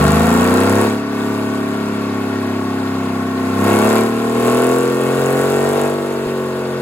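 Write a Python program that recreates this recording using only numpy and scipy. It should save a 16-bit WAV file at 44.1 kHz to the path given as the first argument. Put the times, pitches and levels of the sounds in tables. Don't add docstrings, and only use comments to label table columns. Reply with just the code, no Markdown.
import sys
import numpy as np
from scipy import signal
from scipy.fft import rfft, irfft, next_fast_len
from scipy.io import wavfile
from scipy.ndimage import uniform_filter1d

SR = 44100
rng = np.random.default_rng(int(sys.argv[2]) if len(sys.argv) > 2 else 0)


def voltage_ratio(decibels):
    exponent = np.asarray(decibels, float) / 20
    return 10 ** exponent


def wrap_up_sound(samples):
    columns = np.atleast_2d(samples).T
    tamed = np.clip(columns, -1, 1)
    steps = np.round(tamed * 32767).astype(np.int16)
    wavfile.write(sys.argv[1], SR, steps)


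N = 300321
SKIP_S, SKIP_TURNS = 6.265, 0.1

# (f/Hz, width/Hz, gain/dB)
BODY_MODES = [(256.7, 110, 12), (303.3, 51, -13.5), (343, 364, 5), (445, 29, 2.5), (592.7, 67, -16),
              (630, 346, 9), (744, 30, -12), (870, 27, -2), (1104.4, 131, 10.5), (1238, 57, -8),
              (1368, 178, 10), (1642, 61, 4.5), (1847, 53, 11), (2180, 53, 8), (2340, 23, 8),
              (2566, 56, 8.5), (2719, 31, 10.5), (3720, 280, 2), (1503, 57, 5.5)]
# (shaft angle/turn, crack on full fuel/dB, knock/dB)
CYLINDER_FIRINGS = [
    (-.015, 0.1, -4),
    (.295, -8, 1.5),
    (.645, -7, -3),
]


def rms_one(x):
    return x / np.sqrt(np.mean(x ** 2) + 1e-20)


def evened(x):
    return x / np.sqrt(uniform_filter1d(np.mean(x ** 2, axis=0), size=8000) + 1e-12)


def in_time(rows):
    t_s, *columns = np.transpose(rows)
    return [np.interp(np.arange(N) / SR, t_s, column) for column in columns]


def at_hz(points, hz):
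    points_hz, values = np.array(points)[:, 0], np.array(points)[:, 1]
    return np.interp(np.log(hz), np.log(points_hz), values)


def drift(rate_hz):
    r = np.exp(-80 * np.pi * rate_hz / SR)
    white = rng.standard_normal(N // 40 + 2002)
    slow = signal.lfilter([1], [1, -2 * r, r * r], white)[2000:]
    return np.interp(np.arange(N) / 40, np.arange(len(slow)), rms_one(slow))


def late(x, samples):
    size = next_fast_len(N + 64)
    turn = np.exp(-2j * np.pi * samples * np.arange(size // 2 + 1) / size)
    return irfft(rfft(x, size) * turn, size)[:N]


def band_pass(x, low_hz, high_hz):
    return signal.sosfilt(signal.butter(2, [low_hz, high_hz], "band", fs=SR, output="sos"), x)


def tones(turns, orders, levels_db, sweep, wander_db, apart):
    out = np.zeros((2, N))
    for order, db in zip(orders, levels_db):
        jitter = 0.3 * rng.standard_normal() + 0.012 * order * drift(3.1)
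        phase = 2 * np.pi * order * turns + sweep * order ** 2 + jitter
        skew = apart * order * (rng.standard_normal() + 0.52 * drift(0.23))
        out += voltage_ratio(db + wander_db * drift(1.72)) * np.cos(phase + skew * [[1], [-1]])
    return out


def firings(turns, speed, levels_db, decay_s, uneven_db):
    out = np.zeros(N)
    chance = rng.standard_normal((int(turns.max()) + 3, len(CYLINDER_FIRINGS)))
    for k, db in enumerate(levels_db):
        whole, part = np.divmod(turns - CYLINDER_FIRINGS[k][0] + 1, 1)
        strength = voltage_ratio(db + uneven_db * chance[whole.astype(int), k])
        out += strength * np.exp(-part / speed / decay_s)
    return out


def body(x, rows=BODY_MODES):
    for hz, width_hz, db in rows:
        a, w = voltage_ratio(db / 2), 2 * np.pi * hz / SR
        q = np.pi * width_hz / SR
        zeros = [1 + q * a, -2 * np.cos(w), 1 - q * a]
        poles = [1 + q / a, -2 * np.cos(w), 1 - q / a]
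        x = signal.lfilter(zeros, poles, x)
    return x


def coloured(spectrum, likeness, patchy_db):
    out, white = 0, rng.standard_normal((2, 2, N))
    bottom_hz, top_hz = spectrum[0][0], spectrum[-1][0]
    edges_hz = np.geomspace(bottom_hz, top_hz, int(2.5 * np.log2(top_hz / bottom_hz)) + 2)
    for k, (low_hz, high_hz) in enumerate(zip(edges_hz, edges_hz[1:])):
        mid, side = band_pass(white[k % 2], low_hz, high_hz)
        hz = np.sqrt(low_hz * high_hz)
        alike = np.clip(at_hz(likeness, hz), 0, 1)
        gain = voltage_ratio(at_hz(spectrum, hz) + patchy_db * drift(35.0))
        out = out + gain * (np.sqrt(1 + alike) * mid + np.sqrt(1 - alike) * side * [[1], [-1]])
    return out


def loudness_db(fuel, speed, idle_db, gain_db, curve, db_per_turn):
    return idle_db + gain_db * fuel ** curve + db_per_turn * (speed - 35)


def exhaust(turns, speed, fuel, rows):
    fast = np.clip((speed - 36) / 12, 0, 1)
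    levels_db = [coast + fuel * (full - coast) + fast * top for _, coast, full, top in rows]
    orders = [round(row[0]) for row in rows]
    rough = voltage_ratio(1.1 * fuel * drift(45))
    lines = tones(turns, orders, levels_db, sweep=1.62, wander_db=1.5, apart=0.019)
    return evened(body(rough * lines))


def block(turns, speed, fuel):
    # (f/Hz, level/dB per Hz)
    rattle_db = [(60, -37), (110, -34), (250, -26.5), (600, -1.5), (1200, -10), (2000, -12), (3500, -11.5),
                 (5000, -14), (6500, -24)]
    # (f/Hz, likeness 0-1)
    rattle_likeness = [(60, 0.33), (300, 1), (640, 0.99), (1200, 0.61), (2000, 0.97), (4000, 0.46),
                       (6000, 0.61)]
    orders = np.arange(22, 80)
    levels_db = -8.5 * np.log2(orders / 22) + 2.0 * (orders % 3 == 0)
    levels_db = levels_db + 0.38 * rng.standard_normal(len(orders))
    lines = rms_one(tones(turns, orders, levels_db, sweep=0.11, wander_db=3.1, apart=0.016))
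    blur = voltage_ratio(1.45 * fuel - 0.24 * (speed - 24.0) + 0.64 * drift(25))
    knocks_db = [row[2] for row in CYLINDER_FIRINGS]
    puffs = firings(turns, speed, knocks_db, decay_s=0.00024, uneven_db=1.5)
    knock = -rms_one(band_pass(puffs, 500, 4800))
    rattle = rms_one(coloured(rattle_db, rattle_likeness, patchy_db=1.52))
    return evened(body(blur * lines + voltage_ratio(-11.5 + 8.9 * fuel) * knock + voltage_ratio(-0.5) * rattle))


def cracks(turns, speed, fuel):
    # (f/Hz, level/dB per Hz)
    hiss_db = [(5000, -11.5), (6500, -2), (7600, 0.5), (8400, 11), (10000, -3.5), (13000, -1.5),
               (15500, -8), (17500, -12)]
    levels_db = [row[1] * np.sqrt(fuel) for row in CYLINDER_FIRINGS]
    gate = firings(turns, speed, levels_db, decay_s=0.0014, uneven_db=2.0)
    gate = (0.13 + 2.95 * fuel) * gate
    hiss = coloured(hiss_db, [(5000, 0.16), (8400, 1.0), (15000, 0.96)], patchy_db=1.1)
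    r, w = np.exp(-np.pi * 1300 / SR), 2 * np.pi * 8300 / SR
    b = (1 - r * r) / 2
    ringing = signal.lfilter([b, 0, -b], [1, -2 * r * np.cos(w), r * r], gate * hiss)
    snap = band_pass(np.maximum(np.diff(gate, prepend=0), 0), 7000, 15000)
    left, right = evened(hiss + gate * hiss + 2.15 * ringing + 5.5 * np.std(hiss) * snap)
    return np.array([-late(left, 9.6), right])


def blower(turns, speed):
    # (multiple of shaft rate, level at top speed/dB)
    blower_lines = [(8.7, -49), (9.7, -32.5), (10.3, -41), (11.7, -35), (12.7, -43), (13.7, -38),
                    (14.3, -46), (22.4, -45)]
    multiples, levels_db = np.transpose(blower_lines)
    multiples = np.round(multiples * 10) / 10
    lines = tones(turns, multiples, levels_db, sweep=0.97, wander_db=4.0, apart=0.015)
    return voltage_ratio(0.68 * np.minimum(speed - 45.0, 0)) * lines


def wind():
    # (t/s, level/dB)
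    wind_db = [
        (0, -54),
        (.6, -62),
        (1.2, -78),
        (3, -70),
        (3.8, -76),
        (4.2, -67.5),
        (5.3, -72),
        (6, -53),
        (6.8, -62),
    ]
    common, own = band_pass(rng.standard_normal((2, N)), 28, 65)
    pop = voltage_ratio(-24) * np.exp(-((np.arange(N) / SR - SKIP_S) / 0.0018) ** 2)
    gust = voltage_ratio(in_time(wind_db)[0] + 2.5 * drift(5.5))
    return gust * rms_one(common + 0.16 * own * [[1], [-1]]) + pop


def scene():
    # (t/s, speed/turns per s)
    shaft_speed = [(0.0, 24.25), (0.85, 35.2), (0.97, 35.5), (1.55, 35.5), (1.86, 35.14), (2.24, 34.33),
                   (3.45, 32.45), (3.57, 32.96), (3.72, 34.12), (3.96, 37.16), (4.12, 38.17), (4.34, 39.0),
                   (4.74, 42.9), (5.18, 44.85), (5.76, 48.17), (5.95, 48.65), (6.5, 46.11), (6.81, 45.0)]
    # (t/s, fuel 0-1)
    fuel_rack = [(0, 1), (.84, 0.94), (1.04, 0), (1.2, 0.4), (2.0, 0.2), (3.33, 0.2), (3.56, 0.47),
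                 (3.68, 1.01), (3.97, 1.03), (4.11, 0.48), (4.33, 0.59), (4.48, 0.97), (4.71, 0.9),
                 (4.92, .65), (5.35, 0.84), (5.85, 0.76), (5.98, 0.4), (6.81, 0.19)]
    # (multiple of shaft rate, coasting/dB, full fuel/dB, added at top speed/dB)
    exhaust_orders = [(1.08, -61, -67, 15), (1.955, -14, -24.5, 14), (2.994, 3, 1.5, 3.7),
                      (4.05, -3, -16.5, 6), (5.013, -1.5, -8.5, 4), (5.986, 1, 2, -6.5), (6.92, 0, -5, 7),
                      (7.96, 6.5, -3, 1), (9.026, -7, -1.5, 4.5), (9.95, -4.5, -1, -3), (11.014, 0, -3, 4),
                      (12.064, -4, -6, 1), (13.05, -13, -7.5, 13), (14.03, -13, -10, 7.5),
                      (15, -17.5, -3.5, -5.5), (15.88, -44, -9, 15), (17, -12, -6, 2),
                      (17.9, -0.5, -3.5, -15), (19, -10, -14, 6), (20, -22.5, -4.5, -5),
                      (20.94, -5.5, -5.5, -4.5)]
    # (f/Hz, width/Hz, gain/dB)
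    stack_modes = [(99.3, 7.3, 5.5), (318, 15, -7), (343, 16, 3.5), (374.5, 7.3, 4), (473, 53, 4),
                   (531, 35, -6.5)]
    speed, = in_time(shaft_speed)
    rack = np.maximum(in_time(fuel_rack)[0], 0)
    fuel = np.minimum(rack, 1)
    turns = np.cumsum(speed) / SR + SKIP_TURNS * (np.arange(N) > SKIP_S * SR)

    boom_db = loudness_db(rack, speed, idle_db=-22.5, gain_db=7.5, curve=0.8, db_per_turn=-0.23)
    bark_db = loudness_db(rack, speed, idle_db=-29.5, gain_db=14, curve=1.1, db_per_turn=0.08)
    block_db = loudness_db(rack, speed, idle_db=-31.0, gain_db=10, curve=1.5, db_per_turn=-0.2249)
    crack_db = -51 + 18 * rack

    boom = voltage_ratio(boom_db) * exhaust(turns, speed, fuel, exhaust_orders[:8]) * voltage_ratio([[0.4], [-0.4]])
    bark = voltage_ratio(bark_db) * exhaust(turns, speed, fuel, exhaust_orders[8:]) * voltage_ratio([[0.2], [-0.2]])
    castings = voltage_ratio(block_db + 3.0) * block(turns, speed, fuel) * voltage_ratio([[1.1], [-0.9]])
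    left, right = body(boom + bark, stack_modes) + blower(turns, speed) + castings
    engine = np.array([left, late(right, 3.87)])
    return engine + voltage_ratio(crack_db + 4.5) * cracks(turns, speed, fuel) + wind()


def drop_weak_bands(x):
    # (0 sum or 1 difference, low f/Hz, high f/Hz, threshold level/dB)
    weak_bands = [(0, 8800, 9600, -57), (0, 13150, 14450, -57), (0, 5350, 5700, -62), (0, 8500, 8800, -66),
                  (0, 12700, 13150, -66), (0, 14450, 14900, -67), (0, 5000, 5350, -63),
                  (1, 7200, 7500, -64), (1, 11700, 12100, -66), (1, 6600, 7200, -58),
                  (1, 11000, 11700, -57), (1, 15200, 15900, -58)]
    pair = np.array([x[0] + x[1], x[0] - x[1]]) / 2
    hz = np.arange(N // 2 + 1) * SR / N
    for which, low_hz, high_hz, db in weak_bands:
        which = int(which)
        band = irfft(rfft(pair[which]) * (hz > low_hz) * (hz < high_hz), N)
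        faint = uniform_filter1d(band ** 2, size=1024)[512::1024] < voltage_ratio(db) ** 2
        mute = np.resize(np.repeat(faint * 1.0, 1024), N)
        pair[which] -= band * uniform_filter1d(mute, size=256)
    return np.array([pair[0] + pair[1], pair[0] - pair[1]])


def low_pass(x):
    return signal.sosfilt(signal.butter(12, 17140, fs=SR, output="sos"), x)


def record(dry):
    x = 1.15 * np.tanh(dry / 1.15)
    x = signal.sosfilt(signal.ellip(10, 0.5, 45, 15800, fs=SR, output="sos"), x)
    x = signal.sosfilt(signal.butter(2, 40, "high", fs=SR, output="sos"), x)
    return low_pass(drop_weak_bands(x))


dry = scene()
out = record(dry)
wrap_up_sound(out)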